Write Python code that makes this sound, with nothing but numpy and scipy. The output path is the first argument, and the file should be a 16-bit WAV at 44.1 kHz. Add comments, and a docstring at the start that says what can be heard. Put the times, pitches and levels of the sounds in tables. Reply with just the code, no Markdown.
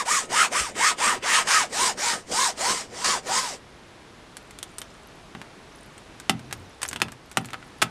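"""A ribbed sponge scrubs back and forth through wet paint on a board, close by in a small room.
Its ribs sing a note that arches with the speed of each stroke, over a gritty rasp and a wet hiss
that grow with speed and grip: the pad bites after each turn and glides as the hand eases.
Then a wad of plastic mesh is lifted, crackling faintly, and dabbed on the board, which thuds."""
import sys
import numpy as np
from scipy import signal
from scipy.fft import rfft, irfft
from scipy.io import wavfile
from scipy.ndimage import uniform_filter1d

SR = 44100
rng = np.random.default_rng(int(sys.argv[2]) if len(sys.argv) > 2 else 0)


def master_out(mix):
    """Clip the mix to full scale and print it as 16-bit PCM to the path in sys.argv[1]."""
    frames = np.transpose(np.atleast_2d(mix))
    ceiling = np.clip(frames, -1, 1)
    pcm = np.round(ceiling * 32767).astype(np.int16)
    wavfile.write(sys.argv[1], SR, pcm)


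N = 348390
TIME = np.arange(N) / SR


def sponge():
    """The scrub: rib note, rasp, wet hiss and board rumble, all riding the strokes."""
    rib_hz, bright_db, note_db, rasp_db, hiss_db = friction()
    grab_db = 0.48 * wander(70)  # the pad grabs and lets go
    note = rib_note(rib_hz) * amp(note_db - 4)
    rasp = gritty_rasp(bright_db) * amp(rasp_db + grab_db)
    hiss = wet_hiss(bright_db) * amp(hiss_db + grab_db)
    fade_out = np.clip((3.6 - TIME) / .055, 0, 1)
    return (note + rasp + hiss + board_rumble(rasp_db)) * fade_out


# Sponge strokes; lean is the push into the end of a stroke, sing is where the ribs ring best:
# start_s, bite_s, fastest_s, ease_s, stop_s, top_rib_hz, bright_db,
# note_db, rasp_db, hiss_db, lean_db, bite_db, sing_s
SPONGE_STROKES = [(-.12, -.1, -.015, .034, .05, 1350, 4, -26, -29, -29.5, -.5, 0, -.015),
                  (.03, .052, 0.135, .184, .28, 1252, 8, -25.5, -26.5, -24, 2, 0, .122),
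                  (.279, .292, 0.414, .458, .502, 1376, 6, -22, -21.7, -22.7, .5, 0, .41),
                  (.489, .512, 0.602, .598, .748, 1324, 7.5, -24, -26, -26, -2, 0, .56),
                  (.736, .748, .883, .907, .957, 1268, 5.5, -24, -21.5, -23.5, -1, 0, .835),
                  (.957, .98, 1.071, 1.19, 1.199, 1230, 2, -24.5, -24.5, -25, -2, 0, 1.07),
                  (1.199, 1.222, 1.349, 1.413, 1.459, 1281, 2, -25, -21.5, -23, 3, 2, 1.4),
                  (1.436, 1.469, 1.553, 1.634, 1.697, 1274, .5, -24, -24, -22.5, -3, 3, 1.53),
                  (1.674, 1.722, 1.855, 1.907, 1.956, 1069, 1, -26, -28, -24, .5, 1, 1.84),
                  (1.946, 1.972, 2.079, 2.144, 2.243, 957, 0, -31, -30, -26, -1, 1, 2.05),
                  (2.253, 2.311, 2.431, 2.491, 2.553, 1085, 0, -24.3, -31.5, -23.2, 1, 3, 2.41),
                  (2.542, 2.572, 2.726, 2.712, 2.885, 1065, -2.5, -26, -29, -24.3, -2, 0, 2.615),
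                  (2.882, 3.041, 3.101, 3.19, 3.229, 1147, -4.5, -26.5, -32, -28, -1.5, 6.5, 3.145),
                  (3.214, 3.257, 3.395, 3.39, 3.62, 1043, -2, -26, -31, -25.5, .7, 1, 3.305)]
def stroke_motion():
    """The hand speeds up, slows and turns: speed (0 to 1), progress (-1 to 1) and the live stroke."""
    speed, progress, row = np.zeros(N), np.zeros(N), np.zeros(N, int)
    for k, (start_s, _, fastest_s, _, stop_s, *_) in enumerate(SPONGE_STROKES):
        moving = np.flatnonzero((TIME > start_s) & (TIME < stop_s))
        travel = np.interp(TIME[moving], [start_s, fastest_s, stop_s], [-1, 0, 1])
        arch = np.cos(travel * np.pi / 2)
        leads = arch >= speed[moving]  # where strokes overlap, the faster wins
        at = moving[leads]
        speed[at], progress[at], row[at] = arch[leads], travel[leads], k
    return speed, progress, np.transpose(SPONGE_STROKES)[:, np.maximum.accumulate(row)]


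NOTE_POWER, RASP_POWER, HISS_POWER = 1.25, 1.5, 1.85  # amplitude grows as this power of speed
CREEP = .16  # share of top speed left at a turn, where the pad still rolls over
PRESS_S, BITE_S, EASE_S = .005, .06, .03  # grip attack, decay of the bite, grip release
GLIDE_DB, NOTE_GLIDE_DB = -6, -8.5  # friction and note drop while the pad only glides
SING_DB, SING_WIDTH_S = 5, .035  # the ribs swell for a moment as they lie flat on the board
def friction():
    """Speed and grip of the pad set the rib rate and the note, rasp and hiss levels of each stroke."""
    speed, progress, stroke = stroke_motion()
    _, bite_s, _, ease_s, _, top_rib_hz, bright_db = stroke[:7]
    note_db, rasp_db, hiss_db, lean_db, bite_db, sing_s = stroke[7:]
    speed_db = 20 * np.log10(np.hypot(speed, CREEP) / np.hypot(1, CREEP))
    held_s = np.maximum(TIME - bite_s, 0)
    grip = np.minimum(held_s / PRESS_S, 1) * np.clip(1 - (TIME - ease_s) / EASE_S, 0, 1)
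    press_db = lean_db * progress + GLIDE_DB * (1 - grip) + bite_db * grip * np.exp(-held_s / BITE_S)
    sing_db = NOTE_GLIDE_DB * (1 - grip) + SING_DB * np.exp(-((TIME - sing_s) / SING_WIDTH_S) ** 2)
    levels = [bright_db,
              note_db + NOTE_POWER * speed_db + sing_db,
              rasp_db + RASP_POWER * speed_db + press_db,
              hiss_db + HISS_POWER * speed_db + press_db]
    return top_rib_hz * speed, *uniform_filter1d(np.array(levels), size=150)


# Board resonances under the note, rasp and rumble: freq_hz, width_hz, gain_db
BOARD_RESONANCES = [(530, 50, -0.5), (967, 103, 3.5), (1272, 38, 9), (1305, 46, -7), (1477, 65, 2),
                    (1853, 39, 4.5), (2270, 110, 1), (2320, 45, -2), (3030, 80, 5), (3780, 91, 3)]
# Tone of the rib note: freq_hz, gain_db
NOTE_EQ = [(250, -2.5), (600, -3), (1000, -2), (1300, -3), (3000, -2.5)]
# Partials of the rib note: rib_rate_ratio, blur_hz, level_db
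NOTE_PARTIALS = [(1, 32, -0.5), (1, 128, -4), (.5, 29, -19), (1.52, 71, -9), (2, 57, -13.5)]
def rib_note(rib_hz):
    """Many ribs catch at the same rate but out of step, so the note is fuzzy."""
    note = np.zeros(N)
    for ratio, blur_hz, level_db in NOTE_PARTIALS:
        sway = wander(blur_hz) + 1j * wander(blur_hz)
        sway /= np.sqrt(abs(sway) + 0.3)  # hand pressure steadies the loudness
        tone = np.exp(2j * np.pi * np.cumsum(ratio * rib_hz) / SR)
        note += amp(level_db) * unit((tone * sway).real)
    return unit(colour(note, NOTE_EQ, BOARD_RESONANCES))


# Midrange grit of the pad: freq_hz, gain_db
RASP_EQ = [(150, -36), (450, -19), (700, -6), (1000, -2), (1400, 0.5), (1950, 2), (2600, -2), (3500, -6.5),
           (4500, -17.5), (8000, -37.5)]
def gritty_rasp(bright_db):
    """Tiny slips of the pad ring the board; bright strokes have less body."""
    rasp = colour(slips(per_s=7000, spread_db=1.3), RASP_EQ, BOARD_RESONANCES)
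    rasp = patchy(rasp, depth_db=2, width_hz=350, length_s=0.06)
    body, grit = split(rasp, hz=1020)
    return body * amp(-1.1 * bright_db) + grit


# Wet top end of the scrub: freq_hz, gain_db
HISS_EQ = [(1500, -30), (3000, -8), (4000, -2), (5000, 1), (6500, 0), (8200, 0), (9200, -5), (10500, -13.5),
           (12500, -23), (15000, -33), (16500, -52)]
def wet_hiss(bright_db):
    """Dense slips in wet paint; bright strokes tip from swish to fizz under a constant sheen."""
    hiss = colour(slips(per_s=14000, spread_db=2.7), HISS_EQ)
    hiss = patchy(hiss, depth_db=2, width_hz=500, length_s=0.053)
    swish, top = split(hiss, hz=6600)
    fizz, sheen = split(top, hz=10300)
    return swish * amp(-bright_db / 2) + fizz * amp(bright_db / 2) + sheen * amp(1.5)


# Low body of the scrubbed board: freq_hz, gain_db
RUMBLE_EQ = [(30, -8.5), (70, -9), (130, -8), (220, 2), (300, -3), (480, 3), (800, -4.5), (2000, -54.5)]
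def board_rumble(rasp_db):
    """The board rumbles even at low speed, so it swells far less than the rasp."""
    rumble = unit(colour(rng.standard_normal(N), RUMBLE_EQ, BOARD_RESONANCES))
    return rumble * amp(0.28 * rasp_db - 33.8 + 3.8 * wander(13.3))


def board_bump(start_s=.606, pitch_hz=60.7, level_db=-25, t60_s=.086):
    """The scrubbing hand nudges the board: one soft, low push."""
    out, t = np.zeros(N), TIME[:SR]
    envelope = amp(level_db - 60 * t / t60_s) * (1 - np.exp(-t / 0.0076))
    add(out, start_s, envelope * np.sin(2 * np.pi * pitch_hz * t))
    return out


# Low modes of the struck board: pitch_hz, level_db, t60_s
THUD_MODES = [(69, -28.5, .6), (92.8, -18, 0.5), (115, -8, .26), (128.4, -9, .7), (170, 1, 0.2),
              (203, -11, 0.25), (220, -1.5, .36), (239.3, -6, 0.32), (268.5, -5, 0.28), (328, 3, 0.079),
              (388, -5, 0.095), (646, -11, 0.094), (780, 8, 0.044)]
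# Mesh hits on the board: start_s, crack_db, treble_db, thud_db
MESH_DABS = [(5.35, -38, -15, -43.5), (6.2958, -11, -3.5, -27), (6.527, -25, 2, -49), (7.018, -12, -4, -35),
             (7.372, -13.5, -5.5, -31), (7.8218, -12, 0, -41), (7.8264, -13.5, -2.5, -33)]
def dabs():
    """The wad meets the board: a crack of plastic over the thud of the board's low modes."""
    out, t = np.zeros(N), TIME[:SR]
    attack = 1 - np.exp(-t / 0.00041)
    for start_s, crack_db, treble_db, thud_db in MESH_DABS:
        add(out, start_s, amp(crack_db) * click(treble_db, t60_s=0.036))
        thud = sum(amp(db - 60 * t / t60_s) * np.sin(2 * np.pi * (hz * t + rng.random()))
                   for hz, db, t60_s in THUD_MODES)
        add(out, start_s, amp(thud_db) * thud * attack)
    return out


# Squeezes of the wad: start_s, length_s, level_db
MESH_SQUEEZES = [(4.3, 1, -63), (5.55, 0.49, -67), (6.3, 0.62, -64), (6.8, .2, -49), (7.24, .2, -54),
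                 (7.4, .5, -64)]
def mesh_crackle(per_s=55, spread_db=5, t60_s=0.0086, pitches=24):
    """Tiny wet strands part as the wad is squeezed, each a brief tick around its own pitch."""
    out, t = np.zeros(N), TIME[:1024]
    envelope = amp(-60 * t / t60_s) * (1 - np.exp(-t / 0.00056))
    ticks_per_pitch = int(per_s * N / SR / pitches) + 1
    for hz in np.geomspace(5030, 12200, pitches):
        roughness = 1 + 2 * uniform_filter1d(rng.standard_normal(len(t)), size=14)
        tick = np.sin(2 * np.pi * hz * t) * envelope * roughness
        for position, chance in rng.random((ticks_per_pitch, 2)):
            add(out, position * N / SR, tick * amp(-spread_db * np.log(chance + .05)))
    return unit(out) * swells(MESH_SQUEEZES)


# Dull tone of the dragged wad: freq_hz, gain_db
DRAG_EQ = [(40, -13), (90, 5), (150, 0), (240, -2), (350, -5), (600, -19), (1600, -29), (4000, -42)]
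# Drags across the board: start_s, length_s, level_db
MESH_DRAGS = [(6.42, .3, -46.5), (6.801, .34, -46), (7.348, 0.29, -54.5)]
def mesh_drag():
    """The wad rubs over the board with a low rumble."""
    return unit(colour(rng.standard_normal(N), DRAG_EQ)) * swells(MESH_DRAGS)


# Featured snaps in the mesh: start_s, level_db, treble_db, ring_hz
STRAND_SNAPS = [(4.369, -33.5, 2, 9900), (4.509, -42, 7, 2100), (4.588, -36, 9, 3420),
                (4.629, -27.5, 11, 3400), (4.784, -29, 9.5, 9000), (4.817, -31, 1.5, 3400),
                (5.351, -37, -16, 1590), (5.416, -33.5, -5.5, 1600), (5.98, -43, 2, 8600),
                (6.2, -36, 6, 1500), (6.394, -41, -2, 1500), (6.511, -36.5, -8, 1600),
                (6.818, -29.5, 4, 1690), (6.831, -20.5, 0, 8550), (6.852, -28, -5, 1690),
                (6.888, -26, 13, 7550), (6.913, -34, -2, 1600), (6.931, -26.5, 1, 1600),
                (6.961, -26, -6, 3150), (7.002, -33, -5, 1590), (7.084, -35.5, -9, 1500),
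                (7.315, -38.5, 7, 1500), (7.447, -37, -5, 1600), (7.533, -28.5, -10.5, 1200),
                (7.543, -28.5, -16, 1500), (7.627, -39.5, -17, 1500), (7.818, -19, 0, 1440)]
def mesh_snaps():
    """Single strands snap as the wad is handled."""
    out = np.zeros(N)
    for start_s, level_db, treble_db, ring_hz in STRAND_SNAPS:
        add(out, start_s, amp(level_db) * strand(treble_db, ring_hz, lift_db=7.5))
    return out


# Flurries of faint snaps: start_s, length_s
SNAP_FLURRIES = [(7.1, .03), (7.45, .07)]
def mesh_spring_back(per_s=55):
    """Strands slip free at random as the wad springs back after a dab."""
    out = np.zeros(N)
    for start_s, length_s in SNAP_FLURRIES:
        for _ in range(round(per_s * length_s)):
            force, brightness = rng.standard_normal(2)
            snap = strand(treble_db=-2 + 8 * brightness, ring_hz=1600, lift_db=3)
            add(out, start_s + length_s * rng.random(), amp(-39.5 + 1.2 * force) * snap)
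    return out


def strand(treble_db, ring_hz, lift_db):
    """One snap: a click with a resonance of its own that adds colour but no energy."""
    sound = click(treble_db - 0.5, t60_s=0.039)
    rung = colour(sound, eq=[(20, 0), (20000, 0)], peaks=[(ring_hz, ring_hz / 5, lift_db), (8700, 800, 3)])
    return rung * np.linalg.norm(sound) / np.linalg.norm(rung)


# Tone of a plastic click: freq_hz, gain_db
CLICK_EQ = [(60, -27), (300, -8), (520, -7), (750, -1), (1050, -0.5), (1500, 0.5), (2200, -2), (3000, -2.5),
            (4000, -4), (5500, -8), (8200, -6.5), (10500, -12), (13000, -18.5), (16000, -36)]
def click(treble_db, t60_s, rattle_db=1.5):
    """A sharp release, then a short dense rattle of the strands; its first 3 ms have rms 1."""
    t = TIME[:4096]
    rattle = rng.standard_normal(len(t)) * amp(-60 * t / t60_s)
    release = amp(rattle_db) * rattle / np.linalg.norm(rattle)
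    release[0] += 1
    sound = colour(release, CLICK_EQ, treble_db=treble_db)
    return sound / np.sqrt(np.mean(sound[:132] ** 2))


# Decay of the small room: freq_hz, t60_s
ROOM_DECAY = [(100, 0.44), (400, 0.2), (1500, 0.15), (5000, 0.095), (12000, 0.078)]
def room_reverb(send, predelay_s=0.0072, echoes_per_s=3000):
    """Sparse reflections from nearby walls, each band dying at its own speed."""
    echoes = rng.choice([-1., 1.], SR) * (rng.random(SR) < echoes_per_s / SR) * (TIME[:SR] > predelay_s)
    hz, t, bands = signal.stft(echoes, SR, nperseg=256)
    tail = signal.istft(bands * amp(-60 * t / read(ROOM_DECAY, hz)[:, None]), SR)[1]
    return signal.fftconvolve(send, tail / np.linalg.norm(tail))[:N]


# Tone of the air: freq_hz, gain_db
AIR_EQ = [(12, -42), (20, -13), (48, -3.5), (81, -7), (154, -5), (177, -6.5), (347, -6.5), (499, -9.5),
          (542, -12), (624, -9.5), (718, -11), (1090, -12), (3840, -20.5), (10500, -33), (16000, -61)]
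# Fader ride on the air: time_s, level_db
AIR_FADER = [(0, -57.5), (3.7, -48.5), (6.25, -47), (7.2, -49.5), (7.9, -47)]
def room_tone():
    """A soft, dull wash of air."""
    level_db = np.interp(TIME, *np.transpose(AIR_FADER))
    return unit(colour(rng.standard_normal(N), AIR_EQ)) * amp(level_db)


def slips(per_s, spread_db):
    """A random train of tiny releases, a few much larger than the rest."""
    size = amp(spread_db * np.minimum(rng.exponential(1, N), 4))
    return unit(size * rng.choice([-1, 1], N) * (rng.random(N) < per_s / SR))


def patchy(x, depth_db, width_hz, length_s):
    """Patches of the spectrum come and go as the contact keeps changing."""
    hz, t, bands = signal.stft(x, SR, nperseg=512, noverlap=384)
    patches = rng.standard_normal(bands.shape)
    patches = uniform_filter1d(patches, max(int(width_hz / hz[1]), 1), axis=0)
    patches = uniform_filter1d(patches, max(int(length_s / t[1]), 1), axis=1)
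    return unit(signal.istft(bands * amp(depth_db * unit(patches)), SR, noverlap=384)[1][:N])


def wander(hz, size=16384):
    """Random drift of rms 1, rolled off above hz."""
    step_s = N / SR / size
    drift = irfft(rfft(rng.standard_normal(size)) / (1 + (np.fft.rfftfreq(size, step_s) / hz) ** 4))
    return unit(np.interp(TIME, np.arange(size) * step_s, drift))


def swells(gestures):
    """An envelope in which each gesture rises from nothing to its level and sinks back."""
    out = np.zeros(N)
    for start_s, length_s, level_db in gestures:
        add(out, start_s, amp(level_db) * np.sin(np.pi * np.arange(0, length_s, 1 / SR) / length_s))
    return out


def colour(x, eq, peaks=(), treble_db=0, size=8192):
    """Minimum-phase filter from an EQ curve, resonant peaks and a treble shelf."""
    hz = abs(np.fft.fftfreq(size, 1 / SR))
    db = read(eq, hz) + treble_db * read([(2500, 0.0099), (7000, 0.99)], hz)
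    db += sum(lift / (1 + (2 * (hz - centre) / width) ** 2) for centre, width, lift in peaks)
    response = np.exp(np.conj(signal.hilbert(np.log(amp(db)))))
    taps = np.fft.ifft(response).real[:size // 2]
    return signal.oaconvolve(x, taps)[:len(x)]


def split(x, hz):
    """Crossover: the parts below and above hz."""
    high = signal.sosfiltfilt(signal.butter(2, hz, "high", fs=SR, output="sos"), x)
    return x - high, high


def read(points, hz):
    """Reads a curve on a log-frequency axis."""
    freq_hz, value = np.transpose(points)
    return np.interp(np.log(hz + 1), np.log(freq_hz + 1), value)


def add(mix, start_s, sound):
    """Mixes a sound in at start_s."""
    part = mix[max(round(start_s * SR), 0):][:len(sound)]
    part += sound[:len(part)]


def amp(db):
    """Decibels to gain."""
    return 10 ** (np.asarray(db) / 20)


def unit(x):
    """Scales to rms 1."""
    return x / np.sqrt(np.mean(x ** 2) + 1e-20)


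def scene():
    """The sponge, then the mesh, in mono with a touch of room."""
    scrub = sponge() + board_bump()
    wad = mesh_crackle() + mesh_drag() + mesh_snaps() + mesh_spring_back() + dabs()
    reverb = room_reverb(amp(-15.5) * scrub + amp(-15) * wad)
    return (scrub + wad + reverb + room_tone())[None]


def record(dry, ceiling=.92, cutoff_hz=15500):
    """Hard clip on the sharpest cracks, then a steep low-pass."""
    low_pass = signal.firwin(255, cutoff_hz, window=("kaiser", 9), fs=SR)
    return signal.oaconvolve(np.clip(dry, -ceiling, ceiling), low_pass[None], "same")


dry = scene()
out = record(dry)
master_out(out)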